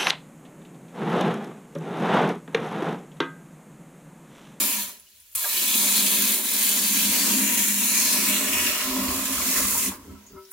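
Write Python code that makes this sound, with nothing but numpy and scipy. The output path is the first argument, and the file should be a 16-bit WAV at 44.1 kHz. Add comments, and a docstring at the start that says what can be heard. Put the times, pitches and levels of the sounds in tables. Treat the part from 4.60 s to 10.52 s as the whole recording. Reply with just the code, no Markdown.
"""Sprayer in a toilet bowl

A handheld sprayer sends a jet of water into the bowl, stops, starts, stops and starts again.
The nozzle hisses, drops patter on porcelain, the pool gurgles and the bowl drones; in the pauses
drops tick and the hose knocks the bowl. Heard through handheld microphones in a tiled room."""
import sys
import numpy as np
from scipy import signal
from scipy.io import wavfile
from scipy.ndimage import uniform_filter1d

SR = 44100
rng = np.random.default_rng(int(sys.argv[2]) if len(sys.argv) > 2 else 0)


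def to_wav(sig):
    """Store sig (one row per channel, or 1-D mono) as 16-bit WAV at the path in sys.argv[1].

    Samples outside -1..1 are clipped; the rate is SR.
    """
    pcm = np.clip(np.atleast_2d(sig), -1, 1) * 32767
    pcm = np.round(pcm).astype(np.int16)
    wavfile.write(sys.argv[1], SR, pcm.T)  # frames by channels


N = 261072
TIME = np.arange(N) / SR


def amp(db):
    return 10 ** (np.asarray(db) / 20)


def unit_rms(x):
    return x / np.sqrt(np.mean(x ** 2) + 1e-20)


def unit_centre(pair):
    return pair / np.sqrt(np.mean(pair.mean(0) ** 2))


def fader(rows, column):
    """Gain over time from one dB column."""
    rows = np.asarray(rows)
    return amp(np.interp(TIME, rows[:, 0], rows[:, column]))


def add(mix, start, sound):
    part = mix[..., round(start * SR):][..., :sound.shape[-1]]
    part += sound[..., :part.shape[-1]]


def stereo_noise(length, width):
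    return rng.standard_normal(length) + width * rng.standard_normal((2, length))


def ring(x, hz, t60):
    """A two-pole resonance driven by x."""
    r, c = np.exp(-np.log(1000) / (t60 * SR)), np.cos(2 * np.pi * hz / SR)
    return (1 - r) * 2 * signal.lfilter([1, -r * c], [1, -2 * r * c, r * r], x)


def patches(spectrum, bins, frames):
    """Random swells drifting across frequency and time."""
    noise = rng.standard_normal(spectrum.shape[:0:-1]).T
    return unit_rms(uniform_filter1d(uniform_filter1d(noise, bins, axis=0), frames, axis=1))


def impacts(per_s, spread_db, fade_s, steady):
    """Loudness of landing drops: sudden rises of uneven size that fade, over a steady share."""
    sizes = amp(spread_db * np.minimum(rng.exponential(1, N), 3.2))
    hits = sizes * (rng.random(N) < per_s / SR)
    return steady + unit_rms(signal.lfilter([1], [1, -np.exp(-1 / (fade_s * SR))], hits))


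def tiled_room(loudness, t60, wet_db, diffuse):
    """Noise echoing off tiles: mid is direct plus echo, side is echo plus unrelated spray."""
    direct, stray = rng.standard_normal((2, N)) * loudness
    t = TIME[:SR // 5]
    drift = np.pi * (TIME / 1.6704 + rng.random())  # the moving hand blends three echo patterns
    tails = rng.standard_normal((3, 2, len(t))) * amp(-60 * t / t60) * (t > .001)
    sends = direct * np.cos(drift + np.arange(3)[:, None] * np.pi / 3)
    mid_echo, side_echo = signal.oaconvolve(sends[:, None], tails, axes=2)[..., :N].sum(0)
    mid = unit_rms(direct) + amp(wet_db) * unit_rms(mid_echo)
    side = unit_rms(side_echo) + diffuse * unit_rms(stray)
    return np.array([unit_rms(mid), unit_rms(side)])


# Where the hands point. Each row: time in seconds, landing spot (0 near wall, 1 far across the pool),
# microphone turn (0 facing the jet, 1 aside), left over right in dB.
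AIM = [(0, 0.18, .2, 0.13), (.8, 0.166, 0, -0.5), (1.2, 0, 0, .5), (2.3, 0.222, 0, 0), (2.85, 0.725, .4, 1),
       (3.2, 0.8, .4, 1), (3.42, 0.425, .4, .5), (3.8, 0.88, .5, -0.38), (4.1, 0.962, .9, -0.56),
       (4.5, 0.876, 1, -1.5), (5.3, 0.794, 1, -.5), (5.92, 0, .8, 0)]
LANDING, TURN, BALANCE = 1, 2, 3


def aimed(table, hz, t, by):
    """Crossfades a table's first and last curves as the aim moves."""
    rows, aim = np.asarray(table), np.asarray(AIM)
    blend = np.clip(np.interp(t, aim[:, 0], aim[:, by]), 0, 1)
    first, last = (np.interp(np.log(hz + 1), np.log(rows[:, 0] + 1), rows[:, k]) for k in (1, -1))
    return first[:, None] * (1 - blend) + last[:, None] * blend


# Stereo image. Each row: frequency in Hz, left-right likeness facing the jet, likeness turned aside.
LIKENESS = [(60, 0.94, 0.98), (250, 1, 1), (500, 0.503, 0.667), (1170, 0.635, 0.626), (1770, 0.124, 0.44),
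            (3020, 0.36, 0.092), (4220, 0.47, -0.12), (6600, 0, 0.025), (7450, 0, -0.18),
            (7920, 0.585, 0.48), (12450, 1, 0.51), (13100, 0.42, -0.092), (16000, 0.95, 0.15)]


def at_microphones(mid_side, eq, patchy_db, size):
    """Colours mid and side with an EQ and drifting patches, then spreads them left and right."""
    framing = dict(nperseg=size, noverlap=size * 3 // 4)
    hz, t, spectrum = signal.stft(mid_side, SR, **framing)
    colour = amp(aimed(eq, hz, t, by=LANDING))
    colour /= np.linalg.norm(colour, axis=0)
    mid, side = spectrum * colour * amp(patchy_db * patches(spectrum, size // 64, 16384 // size))
    likeness = np.clip(aimed(LIKENESS, hz, t, by=TURN), -1, 1)
    side *= np.sqrt((1 - likeness) / (1 + likeness + 1e-3))
    return unit_centre(signal.istft(np.array([mid + side, mid - side]), SR, **framing)[1][:, :N])


# Trigger presses. Each row: start, opening time and release in seconds, die-away in dB per second,
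# leftover dribble in dB, leftover slosh in dB.
PRESSES = [(-1, .005, .225, 160, -25, -19), (.746, .005, 5.28, 300, -29, -9), (5.895, .03, 7, 300, -29, -9)]
DRIBBLE, SLOSH = 0, 1


def valve(start_db, build_s, hang_s, runoff, runoff_db_per_s, seep_db):
    """Gain of one layer: seeps, opens with a spit, builds, holds, dies away and runs off."""
    gain = np.zeros(N)
    for opens, opening_s, release, dies_db_per_s, *leftover_db in PRESSES:
        since, after = np.maximum(TIME - opens, 0), np.maximum(TIME - release - hang_s, 0)
        opening_db = -60 * np.clip(1 - since / opening_s, 0, 1)
        build_db = start_db * np.clip(1 - since / build_s, 0, 1)
        spit_db = 6.5 * np.exp(-since / .0102)  # trapped air lifts the first moment
        fall_db = np.maximum(-dies_db_per_s * after, leftover_db[runoff] - runoff_db_per_s * after)
        gain += (TIME > opens) * amp(opening_db + build_db + spit_db + fall_db)
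        gain += (TIME < opens + opening_s) * amp(seep_db - 135 * np.maximum(opens - TIME, 0))
    return gain


# The jet's faders at full flow. Each row: time in seconds, hiss in dB, patter in dB.
JET_LEVELS = [(0, -21.5, -28.5), (.22, -29.5, -33.5), (.8, -22.5, -32), (1.34, -22.5, -25),
              (1.71, -23, -27.5), (1.82, -29, -34.5), (1.96, -23.5, -28.5), (2.25, -23, -28),
              (2.71, -22.5, -28), (2.89, -24, -30.5), (3.25, -23.5, -29.5), (3.42, -22, -27),
              (3.62, -24, -28.5), (3.75, -23, -28), (3.86, -26.5, -29), (4.01, -25.5, -26.5),
              (4.09, -29, -26.5), (4.19, -29, -32), (4.5, -30, -35), (4.56, -27.5, -35.5),
              (4.77, -29.5, -35), (4.91, -23.5, -31.5), (5.15, -24, -34.5), (5.28, -26.5, -34),
              (5.87, -26.5, -34), (5.89, -25, -46)]
# Hiss colour. Each row: frequency in Hz, gain in dB aimed at the near wall, gain in dB aimed far.
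HISS_EQ = [(2850, -31.5, -21), (5500, -17.5, -8.5), (6948, -5.5, 0.5), (8710, -5, -7), (9760, 3, -2.5),
           (11760, -2.5, -8.5), (13630, 2, -2.5), (15050, 0.5, -7), (16800, -8, -3)]


def hiss(bursts):
    """The nozzle's fine spray: dense, tiny impacts blur into bright noise."""
    grain = impacts(per_s=900, spread_db=4, fade_s=.0009, steady=3.2)
    spray = tiled_room(grain * bursts, t60=.1, wet_db=-9, diffuse=2)
    flow = valve(start_db=-5, build_s=.42, hang_s=0, runoff=DRIBBLE, runoff_db_per_s=27, seep_db=-33)
    return fader(JET_LEVELS, 1) * flow * at_microphones(spray, HISS_EQ, patchy_db=.39, size=512)


# Patter colour. Each row: frequency in Hz, gain in dB aimed at the near wall, gain in dB aimed far.
PATTER_EQ = [(700, -49, -21), (1610, -6.5, -8), (1970, -8, 3), (2326, 0, -0.5), (2830, -3.5, 1),
             (3003, 0.5, -3), (4200, 2, -4.5), (5140, -2, -6.5), (5540, -2.5, -2.5), (6940, 2, -11.5),
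             (8960, -5.5, -7), (12100, -32.5, -7)]
# Air modes between the bowl's walls. Each row: pitch in Hz, relative level in dB, t60 in seconds.
AIR_MODES = [(1706, 6.5, 0.0375), (2396, -12, 0.04), (2545, -1, 0.027), (3180, -15, 0.59),
             (3344, -3, 0.024), (3932, -3, 0.0285), (4135, -2.5, 0.067), (4570, -4, 0.049)]


def patter(bursts):
    """Drops strike the porcelain and ring the air in the bowl."""
    grain = impacts(per_s=600, spread_db=5.96, fade_s=.00237, steady=3.05)
    drops = tiled_room(grain * bursts, t60=.162, wet_db=-3.38, diffuse=1)
    drops = at_microphones(drops, PATTER_EQ, patchy_db=1.265, size=512)
    hollow = sum(amp(db) * ring(drops, hz, t60) for hz, db, t60 in AIR_MODES)
    flow = valve(start_db=-8, build_s=.23, hang_s=0, runoff=DRIBBLE, runoff_db_per_s=22, seep_db=-53)
    return fader(JET_LEVELS, 2) * flow * unit_centre(drops + .506 * hollow)


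# The pool's faders. Each row: time in seconds, gurgle in dB, lower and upper drone mode in dB.
POOL_LEVELS = [(0, -37, -40.5, -39), (.25, -48.5, -45.5, -53.5), (.85, -44.5, -44, -41),
               (1.43, -39, -37, -42), (1.72, -38, -37, -41), (1.76, -41.5, -47, -44.5),
               (2.1, -43, -41.5, -45.5), (2.42, -39, -33.5, -39.5), (2.6, -38.5, -38, -37),
               (2.77, -38, -30, -30.5), (2.95, -40, -36.5, -37.5), (3.12, -44, -34.5, -44),
               (3.5, -39.5, -40.5, -40), (3.72, -35, -33, -36), (4.07, -35, -49, -37),
               (4.22, -34.5, -49.5, -52), (4.38, -34, -40, -33), (4.75, -37, -44, -43.5),
               (4.9, -36.5, -43.5, -38), (5.18, -35.5, -43.5, -45), (5.3, -40.5, -48, -34.5)]
# Gurgle colour. Each row: frequency in Hz, gain in dB aimed at the near wall, gain in dB aimed far.
GURGLE_EQ = [(249, -46.5, -15), (393.2, -7.5, -8.5), (644, -8, -3), (861, -7, -11.5), (1052, -5, -0.5),
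             (1500, -9.5, -7), (2235, -7, -14.5), (3520, -25, -14.5)]
# Modes of the porcelain. Each row: pitch in Hz, relative level in dB when churned,
# relative level in dB when knocked, t60 in seconds when knocked.
BOWL_MODES = [(205, 1, -19.5, 0.5), (260, 0, -12, 0.085), (384.8, 3.5, -4, 0.465), (604.1, -1, -19, 0.268),
              (962.5, 2.5, -13, 0.221), (1036, -8.5, -9, 0.115), (1314.8, -10, -2, 0.19),
              (1490, -27, -21, 0.21), (2140, -47, -21, 0.14)]


def gurgle():
    """The jet churns the pool, which rings all but the bowl's two lowest modes."""
    grain = impacts(per_s=120, spread_db=2.9, fade_s=.005, steady=5)
    churn = tiled_room(grain, t60=.283, wet_db=-6, diffuse=.56)
    churn = at_microphones(churn, GURGLE_EQ, patchy_db=1.797, size=1024)
    porcelain = sum(amp(db) * ring(churn, hz, .546 * t60) for hz, db, _, t60 in BOWL_MODES[2:])
    flow = valve(start_db=-45, build_s=.0012, hang_s=.0689,
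                 runoff=SLOSH, runoff_db_per_s=36, seep_db=-57.5)
    return fader(POOL_LEVELS, 1) * flow * unit_centre(churn + 2.65 * porcelain)


# Bands that fill and hollow as the nozzle turns. Each row: time in seconds, centre of the moving band
# in Hz, its gain in dB, gain of the 6500 Hz band in dB.
NOZZLE_BANDS = [(0, 5000, 1, 0), (2.0, 5400, -1, -0.5), (2.4, 4300, 0.5, 2), (2.68, 5300, 3.5, 2.5),
                (2.85, 5000, -4, 2.5), (3.2, 4700, -3.5, 2), (3.4, 5300, 3, 7), (3.57, 4400, 1, -2),
                (3.72, 5400, -3, -1), (3.95, 4700, -4, -2), (4.1, 5300, 1, -3), (4.8, 5000, 1, 0),
                (5.0, 5400, 1, -1.5), (5.25, 4000, -2.5, -0.5)]


def jet():
    """Hiss, patter and gurgle together, swishing as the nozzle turns."""
    bursts = impacts(per_s=63, spread_db=9.1, fade_s=.0226, steady=7.05)
    water = hiss(bursts) + patter(bursts) + gurgle()
    hz, t, spectrum = signal.stft(water, SR, nperseg=512, noverlap=384)
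    rows, hz = np.asarray(NOZZLE_BANDS), hz[:, None]
    centre_hz, moving_db, upper_db = (np.interp(t, rows[:, 0], column) for column in rows.T[1:])
    bands_db = moving_db * np.exp(-((hz - centre_hz) / 800) ** 2)
    bands_db += upper_db * np.exp(-((hz - 6500) / 500) ** 2)
    swish_db = patches(spectrum, bins=8, frames=70)
    # Each press starts thin; the low cut slides down as the jet digs into the pool.
    cut_hz = sum((t > opens) * 1500 * np.exp(-abs(t - opens) / .11) for opens, *_ in PRESSES)
    cut_db = 15 * np.minimum(np.log2((hz + 1) / (cut_hz + 1)), 0)
    spectrum *= amp(bands_db + swish_db + cut_db)
    return signal.istft(spectrum, SR, nperseg=512, noverlap=384)[1][:, :N]


def drone():
    """Noise from the pool rings the bowl's two lowest modes, each over a broad slosh."""
    out = np.zeros((2, N))
    flow = valve(start_db=-33.5, build_s=.3857, hang_s=.0041,
                 runoff=SLOSH, runoff_db_per_s=56, seep_db=-59.5)
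    for mode, (slosh_hz, slosh_t60) in enumerate([(222, .06), (310, .018)]):
        hz, _, _, t60 = BOWL_MODES[mode]
        push = stereo_noise(N, width=.132)
        hum = ring(ring(push, hz, .5 * t60), hz, .0328)
        hum /= np.sqrt(uniform_filter1d(hum ** 2, size=9000) + 1e-12)  # throbs, but keeps its strength
        slosh = ring(ring(push, slosh_hz, slosh_t60), slosh_hz, slosh_t60)
        out += fader(POOL_LEVELS, mode + 2) * flow * unit_rms(unit_rms(hum) + .3 * unit_rms(slosh))
    return signal.sosfilt(signal.butter(4, 170, "highpass", fs=SR, output="sos"), out)


# The grip's fader. Each row: time in seconds, level in dB.
GRIP_LEVELS = [(0, -59.5), (.6, -78), (1, -66), (1.7, -62.5), (1.85, -71), (2.3, -63), (3.8, -59.5),
               (4.3, -53), (4.5, -46.5), (5.3, -47.5), (5.65, -60), (5.92, -70)]
# The hand shifts. Each row: middle in seconds, level in dB, half length in seconds.
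GRIP_SHIFTS = [(2.45, -53, 0.083), (3.955, -49.5, 0.058), (4.716, -46.5, 0.043), (5.499, -47, 0.0334),
               (5.759, -52.5, 0.0295)]
# Rumble colour. Each row: frequency in Hz, gain in dB.
RUMBLE_EQ = [(12, -42.5), (20, -19.5), (75, 9), (89, 6.5), (119, -15.5), (150, -2), (170, -13),
             (220, -37.5), (370, -120)]


def handling():
    """The hand on the microphones makes a low rumble that swells when it shifts."""
    swells = sum(amp(db) * np.exp(-((TIME - middle) / half) ** 2) for middle, db, half in GRIP_SHIFTS)
    rumble = at_microphones(rng.standard_normal((2, N)), RUMBLE_EQ, patchy_db=3.57, size=2048)
    return (fader(GRIP_LEVELS, 1) + swells) * rumble


# Colour of the background. Each row: frequency in Hz, gain in dB.
ROOM_EQ = [(18, -36), (30, 1.5), (283, -27), (1340, -18), (1490, -12.5), (3380, -8), (3660, -11),
           (7470, -8.5), (8310, -19), (9730, -15), (14500, -12.5), (16500, -7)]


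def room_tone():
    """A faint bed of trickle and room noise."""
    return amp(-56.5) * at_microphones(rng.standard_normal((2, N)), ROOM_EQ, patchy_db=2.1, size=1024)


# Stray drops. Each row: start in seconds, relative level in dB, pitch in Hz, t60 in seconds.
TICKS = [(0.3966, -40.5, 10500, 0.032), (0.6, -44, 9800, 0.029), (0.715, -43.5, 10200, .02),
         (0.7244, -43, 13300, .05), (5.665, -35, 6690, 0.0164), (5.7189, -43.5, 15600, .03),
         (5.8498, -46, 5474, 0.034)]


def ticks():
    """Drops tick on wet porcelain: narrow bursts of noise with a faint echo off the tiles."""
    out, t = np.zeros((2, N)), TIME[:4000]
    for start, db, hz, t60 in TICKS:
        grain = unit_rms(ring(stereo_noise(len(t), width=.5), hz, .0095))
        attack = 1 - np.exp(-t / .001)
        decay = amp(-60 * t / t60) + .32 * amp(-60 * t / .22)
        add(out, start, amp(db - 5.5) * grain * attack * decay)
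    return out


# Bubbles in the pool. Each row: start in seconds, level in dB, pitch in Hz, t60 in seconds.
BUBBLES = [(.466, -54, 2920, 0.12), (.84, -22, 1656, 0.045), (.85, -34.5, 1188, 0.2),
           (.852, -35, 951, 0.15), (.843, -31.5, 713, 0.043), (.852, -38.5, 611.2, 0.137),
           (.922, -36.5, 913, 0.091), (.965, -36.5, 362, 0.12), (1.015, -31, 355, 0.064),
           (1.026, -35, 970.6, 0.116), (4.2, -26.5, 1029, 0.125), (4.362, -19, 1015, 0.048),
           (4.388, -31, 1980, 0.07), (4.506, -24, 1072, 0.075), (4.779, -24.5, 1283, 0.052),
           (4.812, -26, 2253, 0.09), (4.881, -26.5, 2566, 0.057), (4.996, -21.5, 596, 0.0373),
           (5.048, -21, 1106, 0.036), (5.15, -29, 950, 0.14), (5.317, -26.5, 951, 0.059)]


def bubbles():
    """Each bubble bursts as a splash of noise ringing around its pitch, with a tone inside."""
    out, t = np.zeros((2, N)), TIME[:SR // 8]
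    for start, db, hz, t60 in BUBBLES:
        splash = unit_rms(ring(stereo_noise(len(t), width=.4), hz, .015))
        envelope = amp(db - 60 * t / t60) * (1 - np.exp(-t / .003))
        add(out, start, envelope * (.75 * np.sin(2 * np.pi * hz * t) + .5 * splash))
    return out


# Spits of air. Each row: start in seconds, level in dB.
AIR_SPITS = [(.754, -14), (.7572, -8.5), (.76, -11), (5.913, -29)]


def trigger():
    """Air spits from the nozzle as the valve opens; once, the trigger jolts the hand."""
    out, t = np.zeros(N), TIME[:SR // 4]
    spit = np.exp(-((t - .0003) / .000164) ** 2) * np.sin(2 * np.pi * 9800 * t)
    for start, db in AIR_SPITS:
        add(out, start, amp(db) * spit)
    jolt = amp(-44 - 60 * t / .15) * (1 - np.exp(-t / .008)) * np.sin(2 * np.pi * 100 * t)
    add(out, .752, jolt)
    return out


# Glugs. Each row: middle in seconds, peak level in dB, pitch in Hz, half length in seconds.
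GLUGS = [(4.297, -30.5, 260.6, 0.0404), (4.403, -27.5, 258, 0.0836), (4.402, -32.5, 201.4, .03),
         (4.579, -31, 265, 0.0485), (4.727, -28.5, 263.6, 0.0234), (4.903, -30.5, 259.4, 0.0365),
         (4.901, -35, 203, 0.017), (5.018, -36.5, 269.2, 0.031), (5.068, -32, 199.2, 0.027),
         (5.294, -31, 198, 0.0236)]


def glugs():
    """Air glugs in the pool and sounds a low mode of the bowl: a tone that swells and fades."""
    out = np.zeros(N)
    for middle, db, hz, half in GLUGS:
        swell = amp(db) * np.exp(-((TIME - middle) / half) ** 2)
        out += swell * np.sin(2 * np.pi * (hz * TIME + rng.random()))
    return out


# Hose hits. Each row: start in seconds, level in dB, hardness in dB per octave about 400 Hz,
# contact time in seconds.
HOSE_KNOCKS = [(5.448, -43.5, -13.5, .006), (5.476, -40, -20, 0.00625), (5.491, -47, 0.5, 0.0057),
               (5.5, -46, -30.5, 0.03), (5.545, -54, 2.5, 0.008), (5.699, -45.5, -10.5, 0.017),
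               (5.728, -38, -7, 0.02), (5.757, -48, 3, 0.006), (5.766, -42.5, 3, 0.008)]


def hose_knocks():
    """The hose rattles against the bowl and rings every mode; hard hits favour the high ones."""
    out, t = np.zeros((2, N)), TIME[:SR // 3]
    for start, db, hardness, contact_s in HOSE_KNOCKS:
        contact = np.exp(-t / contact_s) * (1 - np.exp(-t / .0027))
        rattle = contact * stereo_noise(len(t), width=.31)
        for hz, _, mode_db, t60 in BOWL_MODES:
            mode = ring(ring(rattle, hz, .0146), hz, t60)
            peak = amp(db + mode_db + hardness * np.log2(hz / 400))
            add(out, start, peak * mode / abs(mode).max())
    return out


def scene():
    """The full mix; jet and room tone lean left or right with the aim."""
    rumble, room = handling(), room_tone()
    lean = np.sqrt(fader(AIM, BALANCE))
    spray = (jet() + room) * np.array([lean, 1 / lean])
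    pool = drone() + glugs() + bubbles()
    return spray + pool + hose_knocks() + ticks() + trigger() + rumble


def record(dry):
    """A steep low-pass takes off the very top, above 15900 Hz."""
    lowpass = signal.firwin(511, 15900, window=("kaiser", 9), fs=SR)
    return signal.oaconvolve(dry, lowpass[None], "same")


dry = scene()
out = record(dry)
to_wav(out)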